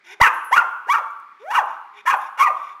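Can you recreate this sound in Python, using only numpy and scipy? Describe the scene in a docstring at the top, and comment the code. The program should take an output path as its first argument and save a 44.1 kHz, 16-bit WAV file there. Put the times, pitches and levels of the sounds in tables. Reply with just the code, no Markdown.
"""A faint breath over quiet room noise, then a small dog barks six times close to the microphone.
Each bark glides up and falls as the mouth shuts; the first four turn hoarse near the top, the last two
already rise hoarse. The room is tiled and rings on after each one. Between barks the dog pants through
mouth and nose, its collar tag chinks and something ticks faintly. The loudest peaks clip."""
import sys
import numpy as np
from scipy import signal
from scipy.fft import rfft, irfft
from scipy.io import wavfile
from scipy.ndimage import uniform_filter1d

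SR = 44100
rng = np.random.default_rng(int(sys.argv[2]) if len(sys.argv) > 2 else 0)


def dump_mix(stems):
    """Bounce the given channels to the path in sys.argv[1] as a 16-bit WAV at rate SR."""
    frames = np.atleast_2d(stems).T  # one column per channel
    limited = np.clip(frames, -1, 1)  # hard clip at full scale
    pcm = np.round(limited * 32767).astype(np.int16)
    wavfile.write(sys.argv[1], SR, pcm)


N = 123479


def gain_of(db):
    """Decibels to gain."""
    return 10 ** (np.asarray(db) / 20)


def unit_rms(x):
    """Scales to rms 1."""
    return x / np.sqrt(np.mean(x ** 2) + 1e-20)


def value_at(points, hz):
    """Reads a table on a log-frequency axis."""
    point_hz, value = np.transpose(points)
    return np.interp(np.log(hz + 1), np.log(point_hz + 1), value)


def add(mix, start_s, sound):
    """Mixes a sound in at start_s."""
    part = mix[round(start_s * SR):][:len(sound)]
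    part += sound[:len(part)]


def noise(spectrum, size):
    """Noise shaped by (frequency_hz, level_db) points, falling steeply below the first."""
    hz = np.fft.rfftfreq(size, 1 / SR)
    shape = gain_of(value_at(spectrum, hz)) * np.minimum(hz / spectrum[0][0], 1) ** 4
    return unit_rms(irfft(rfft(rng.standard_normal(size)) * shape, size))


def wobble(size, smooth_samples):
    """Smoothed random motion at rms 1."""
    return unit_rms(uniform_filter1d(rng.standard_normal(size), size=smooth_samples))


def resonate(x, peaks):
    """Sum of steep resonances that may move: shift down, smooth twice, shift back."""
    out = np.zeros(len(x))
    for k, (hz, width_hz, db) in enumerate(peaks):
        carrier = np.exp(2j * np.pi * np.cumsum(hz * np.ones(len(x))) / SR)
        pole = np.exp(-np.pi * width_hz / SR)
        slow = signal.lfilter([(1 - pole) ** 2], [1, -2 * pole, pole * pole], x / carrier)
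        out += (-1) ** k * gain_of(db) * 2 * (carrier * slow).real
    return out


# Background of the room at the microphone: frequency_hz, level_db
ROOM_TONE_SPECTRUM = [(88, -71), (150, -11), (376, -2), (494, -12), (1340, 1.5), (2400, 4.5), (2650, -9),
                      (4240, -13.5), (16000, -44.5)]

def room_tone(level_db=-59, rise_db=0.5, rise_s=.3):
    """Quiet noise that comes up slightly at the start, then holds."""
    rise = np.minimum(np.arange(N) / SR / rise_s, 1)
    return gain_of(level_db + rise_db * rise) * noise(ROOM_TONE_SPECTRUM, N)


# Resonances of the panting mouth and of the nose: centre_hz, width_hz, level_db
MOUTH_RESONANCES = [(918, 350, -2), (1516, 170, 1.5), (2205, 590, 5.5), (3110, 900, -15.5), (3547, 200, 3)]
NOSE_RESONANCES = [(5530, 1400, 0), (7070, 540, -6), (8600, 2400, -16), (11500, 2900, -15)]
# Breaths, close by: start_s, rise_s, hold_s, fall_s, mouth_db, nose_db, wheeze_hz, end_hz, wheeze_db
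BREATHS = [(0.038, 0.078, 0.017, 0.015, -41.5, -54.5, 344.3, 450, -53.5),
           (1.387, 0.021, 0.014, .02, -55.5, -73.5, 400, 425, -77),
           (1.656, 0.0217, .04, 0.063, -56, -68, 400, 400, -80.5),
           (1.928, 0.068, 0.014, 0.005, -46.5, -65.5, 414, 410, -60.5),
           (2.185, 0.039, 0.046, 0.018, -49.5, -62.5, 400, 400, -89.5),
           (2.557, 0.033, 0.099, 0.061, -50, -66, 400, 407, -73)]

def pant(rise_s, hold_s, fall_s, mouth_db, nose_db, wheeze_hz, end_hz, wheeze_db):
    """Air hisses through the mouth and short nose, with a faint wheeze that bends to end_hz."""
    length_s = rise_s + hold_s + fall_s
    t = np.arange(0, length_s, 1 / SR)
    swell = np.interp(t, [0, rise_s, rise_s + hold_s, length_s], [0, 1, 1, 0]) ** 0.63
    flutter = gain_of(2.0 * wobble(len(t), 300))
    air = flutter * noise([(700, 0.025), (16000, 0)], len(t))
    mouth = gain_of(mouth_db) * unit_rms(resonate(air, MOUTH_RESONANCES))
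    nose = gain_of(nose_db) * unit_rms(resonate(air, NOSE_RESONANCES))
    cycles = np.cumsum(wheeze_hz + (end_hz - wheeze_hz) * (t / t[-1]) ** 3) / SR
    wheeze = flutter * sum(np.sin(2 * np.pi * k * cycles) / k for k in range(1, 5))
    return swell * (mouth + nose + gain_of(wheeze_db) * wheeze)


# Colour of the clean voice and of the breath under it: frequency_hz, level_db
CLEAN_SPECTRUM = [(400, 1), (750, 4.5), (1000, 1), (1500, -2), (2150, -2), (2700, -18.5), (3250, -12),
                  (3900, -42.5), (5000, -25.5), (8000, -50)]
BREATH_SPECTRUM = [(3500, 0.5), (5000, -3.5), (5800, 5.5), (6800, -1.5), (9000, -6), (11500, -3),
                   (16000, -13.5)]
# Throat resonances, mouth open and shut: open_hz, shut_hz, width_hz, level_db
THROAT_RESONANCES = [(278, 244, 340, -23.5), (1010, 880, 345, 0.5), (1350, 910, 697, -2.5),
                     (2220, 2110, 540, -8), (2800, 2660, 357, -8), (3410, 2410, 170, -15.5)]
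# The mouth in each bark: close_at_s, closing_s, open_hz, shut_hz, resonance_db, beat_depth
BARK_MOUTHS = [(.225, 0.046, 2040, 1520, 7.5, 0.17), (0.541, 0.046, 1780, 1423, 5, 0.29),
               (0.923, 0.047, 1610, 1340, 9.5, 0.87), (1.538, 0.065, 1543, 1440, 1, 0.24),
               (2.108, 0.015, 1678, 1455, 7, 0.35), (2.402, 0.07, 2115, 1915, 1, 0.081)]
# Barks close to the microphone, one curve each: time_s, pitch_hz, effort_db, roughness (0-1)
BARK_CURVES = [
    [(.199, 483, -27, 0.13), (.208, 746.6, -17, 0.31), (.215, 944.6, 0.5, 0.14), (.223, 1072, -15.5, 0.09),
     (.232, 1192, -7.5, 0.84), (.245, 1342, -10, 0.79), (.27, 1315, -4.5, 0.75), (.286, 1223, -10.5, 0.24),
     (.3, 900, -74, 0), (.325, 417, -61, 0)],
    [(.508, 473, -37, 0.16), (.52, 791.4, -21.5, 0.2), (.53, 1005, -8, 0.02), (.545, 1140, -10.5, 0),
     (.556, 1224, -18.5, .6), (.57, 1348, -4, 0.64), (.595, 1427, -19.5, 0.65), (.604, 1272, -17, 0.35),
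     (.614, 967, -17.5, .1), (.628, 773, -27, 0.13), (.655, 424, -47.5, 0.27)],
    [(.866, 340.6, -49, 0.54), (.885, 675.4, -29.5, 0.36), (.891, 954, -21, 0.07), (.898, 956, -14, 0.07),
     (.903, 1099, -11.5, 0), (.926, 1170, -7, 0.08), (.933, 1296, -17.5, 0.25), (.95, 1383, -18, 0.76),
     (.968, 1230, -17, 0.03), (.985, 906, -23.5, 0.37), (1.025, 421.5, -46, 0.12)],
    [(1.395, 367.8, -57.5, 0.03), (1.43, 483.4, -45, 0), (1.47, 703.3, -34, 0), (1.497, 832.2, -30.5, 0.02),
     (1.51, 864, -18, 0.27), (1.53, 1047, -29, 0.68), (1.56, 1353, -11.5, .8), (1.578, 1062, -14.5, 0.23),
     (1.592, 856, -9.5, 0.04), (1.605, 765.6, -21.5, 0.31), (1.64, 379, -44, 0.33)],
    [(2.051, 421.6, -47, 0.03), (2.064, 899, -24.5, 0.95), (2.08, 1039, -15, 0.51),
     (2.097, 1103, -19, 0.43), (2.106, 1287, -16, 0.77), (2.13, 1280, -16, 0.4), (2.143, 856, -11.5, 0.14),
     (2.154, 732, -29, .2), (2.17, 500, -43, 0.1)],
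    [(2.372, 416, -33.5, 0.53), (2.385, 862.8, -29, 0.77), (2.395, 1060, -18, 0.77),
     (2.415, 1109, -15, 0.54), (2.437, 1231, -11, .3), (2.455, 1147, -24, 0.53), (2.48, 841.4, -18, 0.48),
     (2.495, 736, -26, 0.09), (2.52, 391, -41.5, 0.42)],
]

def bark(curve, close_at_s, closing_s, open_hz, shut_hz, resonance_db, beat_depth):
    """Clean harmonics blend with wobbling, beating pulses and puffs through a throat that closes."""
    jitter, shimmer_db, rasp_db = .05, 11.5, 3  # at full roughness
    breath_db, shut_loss_db = -20.5, -8.5
    times, *tracks = np.transpose(curve)
    t = np.arange(times[0], times[-1], 1 / SR)
    pitch_hz, effort_db, rough = (np.interp(t, times, track) for track in tracks)
    opening = np.clip(1 - (t - close_at_s) / closing_s, 0, 1)
    cycles = np.cumsum(pitch_hz * (1 + jitter * rough * wobble(len(t), 90))) / SR

    tilt_db_per_octave = 0.131 * np.minimum(effort_db - 17.5, 0)  # a softer voice is duller
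    clean = np.zeros(len(t))
    for k in range(1, 8):
        harmonic_db = value_at(CLEAN_SPECTRUM, k * pitch_hz) + tilt_db_per_octave * np.log2(k)
        clean += gain_of(harmonic_db) * np.cos(2 * np.pi * k * cycles)

    folds = sum(np.cos(2 * np.pi * k * cycles) / k for k in range(1, 6))
    every_third_pulse = np.cos(2 * np.pi / 3 * cycles)
    beat = 1 + 2 * beat_depth * np.minimum(2 * rough, 1) * every_third_pulse
    puffs = (.5 + np.exp(-(cycles % 1) / 0.14)) * rng.standard_normal(len(t))
    airflow = (1 - rough) * unit_rms(folds * beat) + rough * unit_rms(puffs)
    peaks = THROAT_RESONANCES + [(open_hz, shut_hz, 209, resonance_db)]
    throat = [(shut + opening * (wide - shut), width, db) for wide, shut, width, db in peaks]
    rasp = unit_rms(resonate(airflow, throat))

    pulsing = unit_rms(1 + np.abs(signal.hilbert(rasp)))
    breath_gain = gain_of(breath_db + shut_loss_db * (1 - opening)) * (0.24 + rough)
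    breath = breath_gain * pulsing * noise(BREATH_SPECTRUM, len(t))
    shimmer = gain_of(shimmer_db * rough * wobble(len(t), 200))
    voice = (1 - rough) ** 2 * clean * shimmer + gain_of(rasp_db) * rough * (2 - rough) * rasp + breath
    small_head = signal.butter(3, 206, "high", fs=SR, output="sos")  # radiates no bass
    return gain_of(effort_db) * signal.sosfilt(small_head, voice) * signal.windows.tukey(len(t), .06)


# First bounces off floor and walls: delay_s, level_db
EARLY_ECHOES = [(.0021, -7.5), (.0058, -13), (.0093, -12), (.0137, -25.5)]
# Colour of the tiled room's ring: frequency_hz, level_db
RING_SPECTRUM = [(60, -56), (200, -22), (400, 9.5), (650, 3.5), (850, 3.5), (1150, 4), (1550, 1.5),
                 (2000, -6), (4000, -4.5), (7000, -6), (12000, -9)]
# How long it rings: frequency_hz, t60_s
RING_DECAY = [(250, 1), (660, 0.45), (1000, 0.89), (1200, 0.73), (1450, 1), (1740, 0.57), (3000, 0.86),
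              (5000, 0.49), (12000, 1)]

def tiled_room(sound, tail_db=-12.5, tail_start_s=0.0087):
    """Floor and wall echoes, then scattered reflections dying away band by band."""
    reflections = np.zeros(SR)
    slots = np.arange(0, SR - 20, 20)  # one reflection somewhere in every 20 samples
    reflections[slots + rng.integers(0, 20, len(slots))] = rng.choice([-1., 1.], len(slots))
    hz, t, bands = signal.stft(reflections, SR, nperseg=256)
    decay_db = 60 * t / value_at(RING_DECAY, hz)[:, None]
    bands = bands * gain_of(value_at(RING_SPECTRUM, hz)[:, None] - decay_db)
    tail = signal.istft(bands, SR, nperseg=256)[1][:SR]
    fade_in = np.clip(np.arange(SR) / SR / tail_start_s - 1, 0, 1)
    response = gain_of(tail_db) * tail / np.linalg.norm(tail) * fade_in
    for k, (delay_s, level_db) in enumerate(EARLY_ECHOES):
        add(response, delay_s, (-1) ** k * gain_of([level_db]))
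    return signal.fftconvolve(sound, response)[:N]


# Modes of the collar tag: pitch_hz, level_db, t60_s
TAG_MODES = [(10245, 0, .35), (11780, -3, .16), (15000, -15, .07), (9550, -18, .15)]
# Knocks on the tag, close by: start_s, level_db, other_modes_db (added to all modes but the first)
TAG_CHINKS = [(.339, -49, 1), (.446, -43, -3), (2.164, -55, 4), (2.232, -62, 4)]

def tag_chink(level_db, other_modes_db):
    """The collar tag clicks and rings in a few high modes."""
    t = np.arange(SR // 3) / SR
    ring = sum(gain_of(db + other_modes_db * (k > 0) - 60 * t / t60_s) * np.sin(2 * np.pi * hz * t)
               for k, (hz, db, t60_s) in enumerate(TAG_MODES))
    click = .3 * np.diff(rng.standard_normal(len(t) + 2), n=2) * np.exp(-t / 0.003)
    return gain_of(level_db) * (ring + click)


# Faint ticks, perhaps claws on the tiles: start_s, level_db
FAINT_TICKS = [(0.97, -53), (1.1076, -51), (1.2001, -51), (1.659, -49), (1.707, -48), (2.216, -41),
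               (2.6304, -51)]

def tick(level_db, decay_s=0.00069):
    """A short, bright click of noise."""
    t = np.arange(400) / SR
    return gain_of(level_db) * noise([(6000, 0), (16000, 0)], len(t)) * np.exp(-t / decay_s)


def scene():
    """What reaches one microphone: the dog close by, the tiled room around it and the room tone."""
    dog = np.zeros(N)
    for source, events in ((pant, BREATHS), (tag_chink, TAG_CHINKS), (tick, FAINT_TICKS)):
        for start_s, *settings in events:
            add(dog, start_s, source(*settings))
    for curve, mouth in zip(BARK_CURVES, BARK_MOUTHS):
        start_s = curve[0][0]
        add(dog, start_s, bark(curve, *mouth))
    return (dog + tiled_room(dog) + room_tone())[None]


def record(dry):
    """A faint treble hiss follows the loudness; the loudest peaks clip; the highest treble is cut."""
    hiss_db, follow_s, knee = -44, .002, 30
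    bass_cut_hz, treble_cut_hz = 12, 15850
    loudness = np.sqrt(abs(uniform_filter1d(dry ** 2, round(follow_s * SR))))
    hissy = dry + gain_of(hiss_db) * loudness * noise([(4200, 0), (16000, -3)], N)
    ceiling = np.where(hissy > 0, .7, .74)  # upward peaks flatten sooner
    clipped = hissy / (1 + (abs(hissy) / ceiling) ** knee) ** (1 / knee)
    highpass = signal.butter(1, bass_cut_hz, "high", fs=SR, output="sos")
    lowpass = signal.firwin(1023, treble_cut_hz, window=("kaiser", 9), fs=SR)
    return signal.oaconvolve(signal.sosfilt(highpass, clipped), lowpass[None], "same")


dry = scene()
out = record(dry)
dump_mix(out)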